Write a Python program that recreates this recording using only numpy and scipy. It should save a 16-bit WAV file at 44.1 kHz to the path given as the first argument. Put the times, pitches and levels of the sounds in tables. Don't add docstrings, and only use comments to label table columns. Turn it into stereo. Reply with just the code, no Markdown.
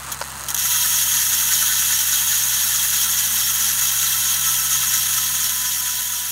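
import sys
import numpy as np
from scipy import signal
from scipy.fft import rfft, irfft
from scipy.io import wavfile

SR = 44100
rng = np.random.default_rng(int(sys.argv[2]) if len(sys.argv) > 2 else 0)


def log_audio(samples):
    frames = np.atleast_2d(samples).T
    limited = np.clip(frames, -1, 1)
    pcm = np.round(limited * 32767).astype(np.int16)
    wavfile.write(sys.argv[1], SR, pcm)


N = 278491
TIME_S = np.arange(N) / SR

# time in seconds, first tone in Hz, its octave over the first tone in dB.
HUM_COURSE = [(0, 66.2, -1), (3.5, 66.5, -2), (4.75, 67.6, 1.5), (5.75, 66.4, -2.5), (6.31, 66.1, -5)]
# frequency in Hz, relative level per Hz in dB.
RUMBLE_SPECTRUM = [(15, -39), (25, -12), (54, -24), (102, 4), (134, 1), (152, -1), (177, 2), (221, 3),
                   (327, -20), (500, -15), (650, -54), (1100, -120)]
# frequency in Hz, relative level per Hz in dB.
WHIRR_SPECTRUM = [(150, -24), (260, -7), (420, -11.5), (930, 0), (1300, 1.5), (1950, -6), (5300, -11.5),
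                  (8600, -7), (15500, -23)]
# time in seconds, links per second, level in dB.
CHAIN_RUN = [(0, 124, -35), (.2, 140, -35.5), (.45, 144, -33.5), (.5, 200, -34), (.56, 120, -29),
             (.62, 48, -60)]
# frequency in Hz, width in Hz, relative level in dB.
LINK_MODES = [(3030, 730, -11), (4050, 230, 0.5), (6630, 400, 4), (8400, 680, 2), (11700, 1700, -12.5),
              (13200, 1500, -21)]
# start in seconds, blow in dB,
# spread of the pawls in ms, build-up as a plain number (over 1 swells first).
SKIPPED_TEETH = [(.1165, 17.5, 2.2, 2.9), (0.4844, 18.5, 4.7, 1.09), (0.503, 18, 4.5, 0.91),
                 (0.5441, 21, 1.9, 1.8)]
# start in seconds, blow in dB, rattle in ms.
FRAME_KNOCKS = [(0.2135, 14, 4.4)]
# frequency in Hz, width in Hz, level in dB.
FRAME_MODES = [(584, 80, 5), (930, 73, 5), (1410, 260, 0.5), (2660, 1400, -10), (4680, 1400, -5),
               (9000, 5000, -26)]
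# lag behind the tooth in ms, relative strength in dB.
PAWL_SET = [(0, 0), (.07, -3), (.03, -1)]
# frequency in Hz, width in Hz, level in dB.
HUB_MODES = [(3085, 120, -10), (3230, 55, -6), (3380, 120, -8.5), (3850, 400, -11.5), (4555, 780, -16.5),
             (5515, 29, -2), (5835, 200, -5.5), (6075, 53, -3.5), (6395, 28, -5), (6515, 74, .5),
             (6730, 84, -6.5), (6850, 230, -5.5), (7600, 220, -12), (8210, 270, -11), (8830, 320, -10.5),
             (9380, 200, -11), (10370, 620, -11.5), (10750, 88, -7), (11320, 640, -8.5), (11950, 460, -7.5),
             (12820, 450, -14.5), (13410, 270, -13), (14340, 1030, -13.5), (14860, 290, -10),
             (15560, 530, -14)]
# frequency in Hz, width in Hz, level in dB.
RIM_MODES = [(622, 350, -28), (736, 225, -18), (980, 54, -6.5), (1325, 59, -7), (1494, 39, -6.5),
             (1739, 170, -9.5), (1990, 63, -11.5), (2680, 100, -11)]
# lowest mode
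# in Hz, upper limit in Hz, swells per turn, swing in dB either way, loudest place as a share of a turn.
TURNING_LOBES = [(1200, 1420, 2, 2, .19), (1200, 1420, 4, 1.5, .115), (1200, 1420, 6, 2.6, .147),
                 (1200, 1600, 1, 1, 0), (1420, 1600, 2, 2.8, .106), (1420, 1600, 4, 1, .09),
                 (1600, 2100, 2, 1.2, .085), (2950, 3500, 2, .8, .444), (2950, 6200, 1, 1.1, .3),
                 (5400, 6200, 4, 1, .22), (5700, 7000, 3, .9, .2), (6300, 7000, 1, 1.1, .16),
                 (6300, 7000, 4, 1, .12), (5700, 6600, 2, .7, .115)]

HUM_DB, HUM_THIRD_DB, RUMBLE_DB = -46.5, -67.5, -51
SIDE_TONE_HZ, SIDE_TONE_DB = 223.7, -59.5

WHIRR_DRIVEN_DB, WHIRR_COAST_DB, WHIRR_DROP_S = -35, -43.5, 0.16

TEETH = 60
LET_GO_S, START_TEETH_PER_S, DRAG_MS_PER_S = .543, 320.8, .168
RUN_DOWN_S, RUN_DOWN_BEND, FIRST_TOOTH_S = .137, .75, .565

RUNOUT_TEETH, WANDER_TEETH, JITTER_MS = .025, .014, .025
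SHAKE_TEETH, SHAKE_SETTLE_S = .07, 2.2

BUZZ_DB, BUZZ_SAG_DB_PER_S = -19, 0.09
BLOW_SOFT_HZ = 9000
BOUNCE_DB, BOUNCE_MS, LIGHT_HZ = 11, 3, 1650

FADE_S, FADE_DB_PER_S = 5.15, 4
CUTOFF_HZ = 15750


def from_db(db):
    return 10 ** (np.asarray(db) / 20)


def rms_one(x):
    return x / np.sqrt(np.mean(x ** 2) + 1e-20)


def in_time(rows, s=TIME_S):
    times, *columns = np.transpose(rows)
    return [np.interp(s, times, column) for column in columns]


def ramp(start_s, length_s):
    return np.clip((TIME_S - start_s) / length_s, 0, 1)


def drift(rate_hz):
    pole = np.exp(-2 * np.pi * rate_hz * 40 / SR)
    noise = rng.standard_normal(N // 40 + 2002)
    slow = signal.lfilter([1], [1, -2 * pole, pole * pole], noise)[2000:]
    return np.interp(np.arange(N) / 40, np.arange(len(slow)), rms_one(slow))


def drift_at(rate_hz, s):
    return drift(rate_hz)[(s * SR).astype(int)]


def coloured(spectrum):
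    hz, level_db = np.transpose(spectrum)
    grid_hz = np.maximum(np.fft.rfftfreq(N, 1 / SR), 1)
    gain = from_db(np.interp(np.log(grid_hz), np.log(hz), level_db))
    return rms_one(irfft(rfft(rng.standard_normal(N)) * gain, N))


def clicks(s, sizes):
    at = np.round(np.ravel(s) * SR).astype(int)
    inside = (at >= 0) & (at < N)
    return np.bincount(at[inside], np.ravel(sizes)[inside], N)


def passings(rows):
    s = np.arange(round(rows[0][0] * SR), round(rows[-1][0] * SR)) / SR
    count = np.cumsum(in_time(rows, s)[0]) / SR
    return np.interp(np.arange(int(count[-1])), count, s)


def chatter(s, sizes, spread_ms, count, buildup=1):
    shape = np.reshape(np.maximum(buildup, 1), (-1, 1))
    late_s = rng.gamma(shape, 1, (len(s), count)) * np.reshape(spread_ms, (-1, 1)) / 1000
    uneven = rng.standard_normal((len(s), count)) / np.sqrt(count)
    return clicks(s[:, None] + late_s, sizes[:, None] * uneven)


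def resonate(drives, modes, turning=False):
    out = np.zeros(N)
    for k, (hz, width_hz, level_db) in enumerate(modes):
        radius = np.exp(-np.pi * width_hz / SR)
        poles = [1, -2 * radius * np.cos(2 * np.pi * hz / SR), radius * radius]
        zeros = np.array([1, 0, -1]) * (1 - radius * radius) / 2
        ringing = signal.lfilter(zeros, poles, drives[k % len(drives)] + 1e-18)
        gain = from_db(level_db) * (facing(hz) if turning else 1)
        out += (-1) ** k * gain * ringing
    return out


def hum():
    hz, octave_db = in_time(HUM_COURSE)
    phase = 2 * np.pi * np.cumsum(hz) / SR
    tones = from_db(HUM_DB) * (np.sin(phase) + from_db(octave_db) * np.sin(2 * phase))
    tones += from_db(HUM_THIRD_DB + 5.3 * drift(4.0)) * np.sin(3 * phase)
    side_tone = np.sin(2 * np.pi * SIDE_TONE_HZ * TIME_S)
    tones += from_db(SIDE_TONE_DB + 2.3 * drift(0.66)) * side_tone
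    return np.sqrt(2) * tones + from_db(RUMBLE_DB) * coloured(RUMBLE_SPECTRUM)


def whirr():
    level_db = WHIRR_DRIVEN_DB + (WHIRR_COAST_DB - WHIRR_DRIVEN_DB) * ramp(LET_GO_S, WHIRR_DROP_S)
    flutter_db = 1.5 * drift(21.0)
    return from_db(level_db + flutter_db) * coloured(WHIRR_SPECTRUM)


def chain(jitter_ms=0.39, scatter_db=1.5, seat_ms=0.99):
    s = passings(CHAIN_RUN)
    chance = rng.standard_normal((len(s), 2))
    seated_s = s + jitter_ms * chance[:, 0] / 1000
    sizes = from_db(scatter_db * chance[:, 1])
    ticks = chatter(seated_s, sizes, seat_ms, count=8)
    tugs = clicks(s + 0.21 * (seated_s - s), sizes)
    rung = resonate([ticks], LINK_MODES)
    rung += from_db(-11.5) * np.diff(ticks, prepend=0)
    rung += resonate([from_db(9.5) * ticks + from_db(7.5) * tugs], RIM_MODES)
    even = np.std(rung[:round(s[-1] * SR)])
    return from_db(in_time(CHAIN_RUN)[1]) * rung / even


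def skips():
    s, level_db, spread_ms, buildup = np.transpose(SKIPPED_TEETH)
    rattles = [chatter(s, from_db(level_db), spread_ms, count=80, buildup=buildup) for _ in range(5)]
    return resonate(rattles, HUB_MODES) + from_db(-6.0) * resonate(rattles, RIM_MODES)


def knock():
    s, level_db, rattle_ms = np.transpose(FRAME_KNOCKS)
    size = from_db(level_db)
    slap = signal.lfilter([.15], [1, -.85], clicks(s, size))
    rattle = chatter(s, size, rattle_ms, count=30)
    return resonate([from_db(-2.0) * slap + rattle], FRAME_MODES)


def wheel(s):
    return 1 / (1 / START_TEETH_PER_S + DRAG_MS_PER_S / 1000 * (s - LET_GO_S))


def slip():
    s = np.arange(round(FIRST_TOOTH_S * SR), N) / SR
    share = np.minimum((s - LET_GO_S) / RUN_DOWN_S, 1) ** RUN_DOWN_BEND
    return np.transpose([s, wheel(s) * share])


def facing(hz):
    turns = np.cumsum(wheel(TIME_S)) / SR / TEETH
    turns -= turns[round(LET_GO_S * SR)]
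    return from_db(sum(swing_db * np.cos(2 * np.pi * swells * (turns - loudest))
                       for low, high, swells, swing_db, loudest in TURNING_LOBES if low <= hz < high))


def pawl_snaps(scatter_db=1.1):
    rate = slip()
    s = passings(rate)
    teeth_per_s = in_time(rate, s)[0][:, None]
    lag_ms, strength_db = np.transpose(PAWL_SET)
    pawls = len(PAWL_SET)
    angle = 2 * np.pi * (np.arange(len(s))[:, None] / TEETH - np.arange(pawls) / pawls)
    wander = np.transpose([drift_at(12.0, s) for _ in range(pawls)])
    shake = SHAKE_TEETH * np.exp((LET_GO_S - s) / SHAKE_SETTLE_S) * drift_at(15.0, s)
    late_teeth = RUNOUT_TEETH * np.cos(angle) + WANDER_TEETH * wander + shake[:, None]
    chance = rng.standard_normal((len(s), 2, pawls))
    late_ms = lag_ms + JITTER_MS * chance[:, 0]
    snap_s = s[:, None] + late_teeth / teeth_per_s + late_ms / 1000
    return snap_s, from_db(strength_db + scatter_db * chance[:, 1])


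def ratchet(throb_db=0.37, flutter_db=1.5):
    snap_s, sizes = pawl_snaps()
    light = signal.butter(2, LIGHT_HZ, "high", fs=SR, output="sos")
    bounces = [chatter(snap_s.ravel(), sizes.ravel(), BOUNCE_MS, count=9) for _ in range(7)]
    blow = signal.lfilter(*signal.butter(1, BLOW_SOFT_HZ, fs=SR), clicks(snap_s, sizes))
    blows = blow + from_db(BOUNCE_DB) * signal.sosfilt(light, bounces)
    waver_db = np.array([throb_db * drift(3.3) + flutter_db * drift(25.0) for _ in blows])
    strength = from_db(BUZZ_DB - BUZZ_SAG_DB_PER_S * TIME_S + waver_db)
    modes = RIM_MODES + HUB_MODES
    even = np.sqrt(np.mean(resonate(blows, modes) ** 2))
    return resonate(blows * strength / even, modes, turning=True)


def scene():
    return np.tile(hum() + whirr() + chain() + skips() + knock() + ratchet(), (2, 1))


def record(dry):
    faded = dry * from_db(-FADE_DB_PER_S * np.maximum(TIME_S - FADE_S, 0))
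    return signal.sosfilt(signal.ellip(14, .3, 70, CUTOFF_HZ, fs=SR, output="sos"), faded)


dry = scene()
out = record(dry)
log_audio(out)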